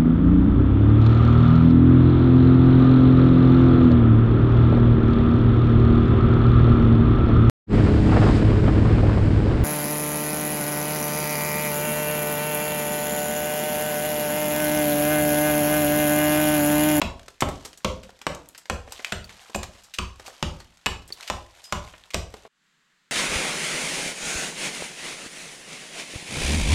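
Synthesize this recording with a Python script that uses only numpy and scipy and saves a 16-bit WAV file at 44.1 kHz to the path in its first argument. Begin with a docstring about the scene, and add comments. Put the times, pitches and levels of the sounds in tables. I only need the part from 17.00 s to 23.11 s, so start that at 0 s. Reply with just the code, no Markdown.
"""Above a window of a stone building, a pointed steel hammer hits old, hard mortar: thirteen even blows.
Each one crushes its way in, sets stone and steel ringing and makes the wall boom.
Chips and crumbs fall, a few hard flakes clink, grit trickles down, and the bare room echoes.
The sound cuts off abruptly; a faint hush dips, then returns."""
import sys
import numpy as np
from scipy import signal
from scipy.fft import rfft, irfft, next_fast_len
from scipy.io import wavfile

SR = 44100
rng = np.random.default_rng(int(sys.argv[2]) if len(sys.argv) > 2 else 0)


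def digitize_waveform(pressure):
    """Quantize a signal to 16-bit integers and store it at the path in sys.argv[1].

    Rows of a 2-D input are taken as channels; values are limited to [-1, 1].
    """
    field = np.atleast_2d(pressure).T
    bounded = np.clip(field, -1, 1)
    quanta = np.round(bounded * 32767).astype(np.int16)
    wavfile.write(sys.argv[1], SR, quanta)


N = 269451
T = np.arange(int(.7 * SR)) / SR  # the seconds that pass during one hit
STOP_S, TOP_HZ = 5.48, 16000  # when the sound cuts off; the highest pitch kept


def amp(db):
    """Turn decibels into a number to multiply a sound by."""
    return np.exp(np.asarray(db) * np.log(10) / 20)


def along(points, hz):
    """Read a curve of (f/Hz, value) points at hz, giving every octave the same space."""
    freqs, values = np.transpose(points)
    return np.interp(np.log(hz + 1), np.log(freqs + 1), values)


def fade(t60, t=T):
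    """Die away by 60 dB in t60 seconds: the 'fade' column of the tables."""
    return np.exp(-np.log(1000) * t / np.maximum(t60, 1e-4))


def unit_energy(x):
    """Scale x so that its total energy is 1."""
    return x / np.sqrt(np.sum(x ** 2) + 1e-20)


def colour(x, *curves):
    """Turn the lows and highs of x up or down by the sum of the (f/Hz, level/dB) curves."""
    size = 2 * next_fast_len(len(x) // 2 + 4096)
    hz = np.fft.rfftfreq(size, 1 / SR)
    gain = amp(sum(along(curve, hz) for curve in curves))
    # folding the cepstrum keeps the filter from sounding before the hit
    cepstrum = irfft(np.log(gain), size)
    cepstrum[1:size // 2] *= 2
    cepstrum[size // 2 + 1:] = 0
    return irfft(rfft(x, size) * np.exp(rfft(cepstrum)), size)[:len(x)]


def crackle(size, spiky_db, clump_s):
    """Many tiny cracks: noise whose strength changes every clump_s seconds."""
    steps = np.arange(size) / SR / clump_s
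    strengths = np.clip(rng.standard_normal(size // 8), -2, 2)
    level_db = spiky_db * np.interp(steps, np.arange(len(strengths)), strengths)
    noise = rng.standard_normal(size) * amp(level_db)
    return noise / np.std(noise)


# the tone of still air: f/Hz, level/dB
AIR_TONE = [(25, -6), (90, -16), (165, 5), (300, -6), (700, -12), (1100, -3), (1700, 2.5), (2400, -3.5),
            (3700, -4), (5500, -11.5), (7600, -9), (9000, -19.5), (12000, -24), (14000, -30)]
def air(level_db=-67.5, dip_db=-9, dip_s=0.18):
    """A faint, steady hush that dips when the other sounds cut off, then returns."""
    hush = colour(rng.standard_normal(N), AIR_TONE)
    dip = np.interp(np.arange(N) / SR - STOP_S, [0, dip_s], [1, 0], left=0)
    return amp(level_db + dip_db * dip) * hush / np.std(hush)


# patches of mortar that give way and slide down the wall: t/s, length/s, level/dB
SLIDES = [(0.438, 0.25, -50), (1.863, 0.32, -48.5), (2.044, 0.086, -43.5), (2.264, 0.42, -51),
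          (2.7, 0.19, -54), (3.168, 0.43, -52.5), (4.144, 0.25, -46.5), (4.472, 0.54, -55),
          (4.823, 0.12, -50.5), (5.3, 0.19, -55.5)]
def grit_flow(steady_db=-63.5, shaken_db=-51):
    """How strongly the grit runs: a little all the time, more after each blow and in each slide."""
    now = np.arange(N) / SR
    power = np.full(N, amp(steady_db) ** 2)
    for start, *_ in BLOWS:
        age = np.maximum(now - start, 0)
        rise = 1 - np.exp(-age / 0.04)
        power += (amp(shaken_db) * rise * fade(0.6, age)) ** 2
    for start, length, db in SLIDES:
        progress = np.maximum(now - start, 0) / (0.31 * length)  # 1 when the slide runs fastest
        swell = progress * np.exp(1 - progress)
        power += (amp(db) * swell) ** 2
    return np.sqrt(power)


# the tone of running grit: f/Hz, level/dB
GRIT_TONE = [(60, -13.5), (250, -11), (700, 6), (1600, 0.5), (3200, 3), (5000, -0.5), (7500, -2.5),
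             (10000, -10), (12300, -11.5), (13500, -21), (16000, -33)]
def trickle(grains_per_s=400):
    """Loose grit runs down the wall: a fine hiss, and bigger grains that each tick at their own pitch."""
    hiss = crackle(N, spiky_db=3.5, clump_s=0.0035)
    count = int(grains_per_s * N / SR)
    pitch, strength = rng.standard_normal((2, count, 1))
    starts = rng.integers(0, N, (count, 1))
    hz = np.clip(3200 * np.exp(.65 * pitch), 300, 14000)
    t = T[:SR // 80]
    gain = amp(8.9 * np.clip(strength, -2, 2)) * np.sqrt(hz)
    ticks = gain * np.sin(2 * np.pi * hz * t) * fade(11 / hz, t)  # small grains: higher and shorter
    positions = starts + np.arange(len(t))
    grains = np.bincount(positions.ravel(), ticks.ravel(), N)[:N]
    grit = colour(hiss + 0.33 * grains / np.std(grains), GRIT_TONE)
    return grit_flow() * grit / np.std(grit)


def add(track, start, x):
    """Mix x into the track, beginning at start seconds."""
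    i = max(0, round(start * SR))
    track[i:i + len(x)] += x[:max(0, len(track) - i)]


def later(x, seconds):
    """Delay x, keeping its length."""
    return np.pad(x, (max(0, round(seconds * SR)), 0))[:len(x)]


# the tone of steel hitting mortar: f/Hz, level/dB
MORTAR_TONE = [(25, -27), (80, -17.5), (170, 2.5), (320, -3.5), (560, 0.5), (1150, 1), (1900, -4.5),
               (2800, -2.5), (4800, -13), (7500, -21.5), (10500, -41), (12000, -35), (13200, -43),
               (16000, -57.5)]
def mortar_knock(crush_s, hardness):
    """The point crushes the crust for crush_s seconds, then stops with a jolt."""
    crust = crackle(len(T), spiky_db=-3.0, clump_s=0.00014)
    crust *= np.where(T < crush_s, 1, fade(0.011, np.abs(T - crush_s)))
    crust = 0.026 * colour(crust, [(200, -11.5), (1200, 4.0), (4000, 6.5), (9000, 21.5)])
    # one push, then a crackle for the breaking mortar and the echoes off the window's sides
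    cracks = unit_energy(crackle(len(T), spiky_db=0.5, clump_s=0.00036) * fade(0.048))
    jolt = 0.59 * (T == 0) + 0.61 * cracks
    return colour(crust + later(jolt, crush_s), MORTAR_TONE, hardness)


def ring(notes, scatter_db, waver, attack_s):
    """A struck thing rings its own notes, at new strengths each hit; rubbing mortar shakes their pitch."""
    tones = np.zeros(len(T))
    for hz, db, t60 in notes:
        wobble = np.interp(T / .004, np.arange(200), rng.standard_normal(200))
        phase = 2 * np.pi * hz * np.cumsum(1 + waver * wobble) / SR
        gain = amp(db + scatter_db * np.clip(rng.standard_normal(), -1, 1))
        tones += gain * fade(t60) * np.sin(phase)
    return tones * (1 - np.exp(-T / attack_s))


def stone_ring(hz, width=0.097, t60=0.17):
    """A stone set in the wall rings with many close notes: a short, hollow band of noise."""
    freqs = np.fft.rfftfreq(len(T), 1 / SR)
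    peak = 1 / (1 + ((freqs / hz - 1) / width) ** 2)
    band = irfft(rfft(rng.standard_normal(len(T))) * peak, len(T))
    return unit_energy(band * fade(t60) * (1 - np.exp(-T / 0.0028)))


# how long the bare stone room echoes at each pitch: f/Hz, fade/s
ROOM_FADES = [(60, 0.47), (250, 0.52), (750, 0.39), (2000, 0.28), (5000, 0.33), (13000, 0.23)]
def in_room(x, echo_db, build_s):
    """Add the room's wash of echoes, which builds up over about build_s seconds."""
    hz, t, noise = signal.stft(rng.standard_normal(len(x)), SR, nperseg=256)
    fading = noise * fade(along(ROOM_FADES, hz)[:, None], t)
    tail = signal.istft(fading, SR, nperseg=256)[1][:len(x)]
    tail = unit_energy(tail * (1 - np.exp(-T[:len(x)] / build_s)))
    return x + amp(echo_db) * signal.fftconvolve(x, tail)[:len(x)]


# the notes of the steel hammer head: f/Hz, level/dB, fade/s
STEEL_NOTES = [(2553, -32.5, 0.031), (2920, -36, 0.16), (3430, -47, 0.08), (7220, -42.5, 0.12),
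               (8380, -41, 0.069), (11730, -49.5, 0.023)]
# the deep notes of wall and room: f/Hz, level/dB, fade/s
WALL_NOTES = [(25.8, -37, 0.51), (46.86, -38, 0.58), (60.9, -27, 0.44), (82.34, -26, 0.36),
              (100.35, -37.5, 0.51), (112.2, -41, 0.54), (162.8, -30.5, 0.27), (211.7, -29, 0.22),
              (375, -35, 0.28)]
# the hammer blows, with how far each part is turned up or down:
# t/s, crushing time/s, force/dB, thud/dB, crack/dB, grit/dB, boom/dB, stone f/Hz, stone/dB, steel/dB
BLOWS = [(0.0158, 0.0035, 16.5, 3, 1.5, -3, 2, 670, -5.5, -8.5),
         (0.422, 0.0009, 21, 8.5, -2, -16.5, 2.5, 603, -0.5, 3.5),
         (0.846, 0.0026, 15.5, 12, 2, 1.5, 1, 548.5, 4.5, -19),
         (1.2671, 0.00058, 19.5, -0.5, -6.5, -7.5, -8.5, 542, -2.5, -1.5),
         (1.6984, 0.0011, 16, -4.5, -2.5, -2.5, 0, 543, -4.5, 4),
         (2.121, 0.003, 12.5, 2.5, 0, -0.5, -3.5, 597, -9.5, -2.5),
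         (2.546, 0.0034, 8, 6, -2, 2.5, -1.5, 550, -10.5, 3),
         (2.9855, 0.0025, 10, 2, 3, 5, 0.5, 1150, -2, 1),
         (3.4266, 0.001208, 14, 10.5, 2, -0.5, 1.5, 557, -7.5, -6),
         (3.860, 0.0058, 15.5, 2.5, 0, 0, -0.4, 1280, -9.5, 4.5),
         (4.2998, 0.00071, 16.5, -9, -9, 0.5, -4, 1035, -5.5, -5),
         (4.724, 0.001426, 16.5, -0.5, -6, 0, -0.5, 986, -2.5, -3),
         (5.1434, 0.0016, 14.5, 3, -4, 5.5, 0.5, 616, -4.5, 1.5)]
def hammer():
    """Each blow knocks into the mortar and sets steel, stone and wall ringing."""
    out = np.zeros(N)
    for start, crush_s, force_db, thud_db, crack_db, grit_db, boom_db, *ringing in BLOWS:
        stone_hz, stone_db, steel_db = ringing
        # every spot has its own hardness, and so its own tone
        hardness = [(250, thud_db), (550, 0), (1200, 0),
                    (2700, crack_db), (5800, grit_db), (11000, grit_db / 2)]
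        knock = amp(force_db) * mortar_knock(crush_s, hardness)
        steel = amp(steel_db) * ring(STEEL_NOTES, scatter_db=8.5, waver=0.015, attack_s=0.00083)
        stone = amp(stone_db) * stone_ring(stone_hz)
        add(out, start, in_room(knock + later(steel + stone, crush_s), echo_db=-7.5, build_s=0.018))
        # the heavy wall is slow to start swinging
        boom = amp(boom_db) * ring(WALL_NOTES, scatter_db=1.5, waver=0.072, attack_s=0.011)
        add(out, start + crush_s, boom)
    return out


# the tone shared by all the small crunches of mortar: f/Hz, level/dB
CRUNCH_TONE = [(40, -16.5), (200, -6.5), (500, 1), (3000, 1), (8000, 1.5), (10500, -10), (12000, -5),
               (13500, -20), (16000, -21)]
def crunch(length_s, tone):
    """One bit of mortar breaks up in a short crackle with a tone of its own."""
    t = T[:SR // 4]
    shatter = crackle(len(t), spiky_db=3.5, clump_s=0.0015)
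    burst = unit_energy(shatter * fade(length_s, t) * (1 - np.exp(-t / 0.00055)))
    return in_room(colour(burst, CRUNCH_TONE, tone), echo_db=-8.5, build_s=0.00079)


# chips landing, and a short scrape of the point just before the second blow:
# t/s, length/s, knock/dB, click/dB, fizz/dB
CHIPS_AND_SCRAPE = [(0.1945, 0.017, -14, -12.5, -25.5), (0.281, 0.022, -2.5, -11, -16.5),
                    (0.406, 0.053, -3, 4, 3.5), (0.486, 0.066, 8, -11.5, -8.5),
                    (0.648, 0.1, -2.5, -7, -5.5), (0.73, 0.027, -21, -16.5, -21),
                    (0.7744, 0.07, -20, -23.5, -14.5), (1.03, 0.14, -15.5, -12, -19.5),
                    (1.092, 0.015, -3, -22.5, -29.5), (1.215, 0.039, -10, -8.5, -16.5),
                    (1.348, 0.018, -14, -13.5, -12), (1.488, 0.01, -35, -39, -10.5),
                    (1.548, 0.041, -17.5, -9.5, -23), (1.5777, 0.06, -18, -17, -10),
                    (1.656, 0.028, -18, -15, -23.5), (1.875, 0.036, -5.5, -19, -35),
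                    (1.921, 0.046, -7, -8, -5), (1.994, 0.054, -2.5, -7.5, -39.5),
                    (2.046, 0.023, -9, 10, -6.5), (2.292, 0.19, -8.5, -8, -21),
                    (2.496, 0.068, -3, -19, -21.5), (2.559, 0.017, 14, -25, -3),
                    (2.63, 0.065, -2, -0.5, -6.5), (2.835, 0.12, -38, -22, -17.5),
                    (2.9378, 0.08, -20, -1.5, -7), (3.196, 0.049, -2.5, -14.5, -20.5),
                    (3.261, 0.12, -16, -4.5, -12.5), (3.28, 0.025, -1, -18, -14),
                    (3.6023, 0.07, -11, -9, -20.5), (4.077, 0.062, -35, -32, -13.5),
                    (4.103, 0.026, -4.5, -13, -30), (4.2087, 0.0059, -25, -3.5, -18),
                    (4.227, 0.05, -26, -5.5, -17), (4.276, 0.064, -14, 1, -9),
                    (4.64, 0.11, -41, -16, -11.5), (4.936, 0.088, -8.5, -9, -44.5),
                    (5.0373, 0.019, -37, -17.5, -31), (5.1046, 0.046, -18, -6, -18),
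                    (5.136, 0.023, -12, -0.5, -15.5), (5.34, 0.038, 1.5, -13, -20),
                    (5.451, 0.037, -7, -17, -43)]
def chips_and_scrape():
    """Chips land with a click, heavy ones with a dull knock; once, the point scrapes the mortar."""
    out = np.zeros(N)
    for start, length_s, knock_db, click_db, fizz_db in CHIPS_AND_SCRAPE:
        add(out, start, crunch(length_s, [(700, knock_db), (2500, click_db), (8500, fizz_db)]))
    return out


# how much softer a small crumb is than a chip: f/Hz, level/dB
CRUMB_TONE = [(700, -21.5), (2500, -25), (8500, -29)]
def crumbs(per_blow=3, fall_s=0.15, spread_s=0.2, scatter_db=2.5):
    """Every blow drops a few crumbs, which land one by one at random moments, no two alike."""
    out = np.zeros(N)
    for start, *_ in BLOWS:
        falls = fall_s + spread_s * (np.arange(per_blow) + rng.random(per_blow)) / per_blow
        nudges_db = scatter_db * rng.standard_normal((per_blow, len(CRUMB_TONE)))
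        for fall, nudges in zip(falls, nudges_db):
            tone = [(hz, db + nudge) for (hz, db), nudge in zip(CRUMB_TONE, nudges)]
            add(out, start + fall, crunch(length_s=0.028, tone=tone))
    return out


# hard flakes that clink: t/s, f/Hz, level/dB, fade/s
FLAKES = [(2.2428, 4540, -30.5, 0.027), (4.1238, 4500, -21.5, 0.024), (4.642, 5000, -46.5, 0.36)]
def flakes():
    """A hard flake lands with a tick and rings on one high note."""
    out = np.zeros(N)
    for start, hz, db, t60 in FLAKES:
        burst = rng.standard_normal(len(T)) * fade(0.11)
        tick = 0.25 * colour(burst, [(1500, -20), (4000, 2), (9000, -6.0), (15000, -12.5)])
        note = ring([(hz, 0, t60)], scatter_db=3.5, waver=0.016, attack_s=0.00064)
        add(out, start, amp(db) * in_room(note + tick, echo_db=-22.5, build_s=.008))
    return out


def scene():
    """Hammer and falling mortar sound over the still air, then cut off abruptly."""
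    work = hammer() + chips_and_scrape() + flakes() + crumbs() + trickle()
    cut_off = np.clip((STOP_S - np.arange(N) / SR) / 0.0022, 0, 1)
    return (work * cut_off + air())[None]


def record(dry):
    """Take away everything higher than TOP_HZ."""
    size = next_fast_len(N + SR // 2)
    kept = np.fft.rfftfreq(size, 1 / SR) < TOP_HZ
    return irfft(rfft(dry, size) * kept, size)[:, :N]


dry = scene()
out = record(dry)
digitize_waveform(out)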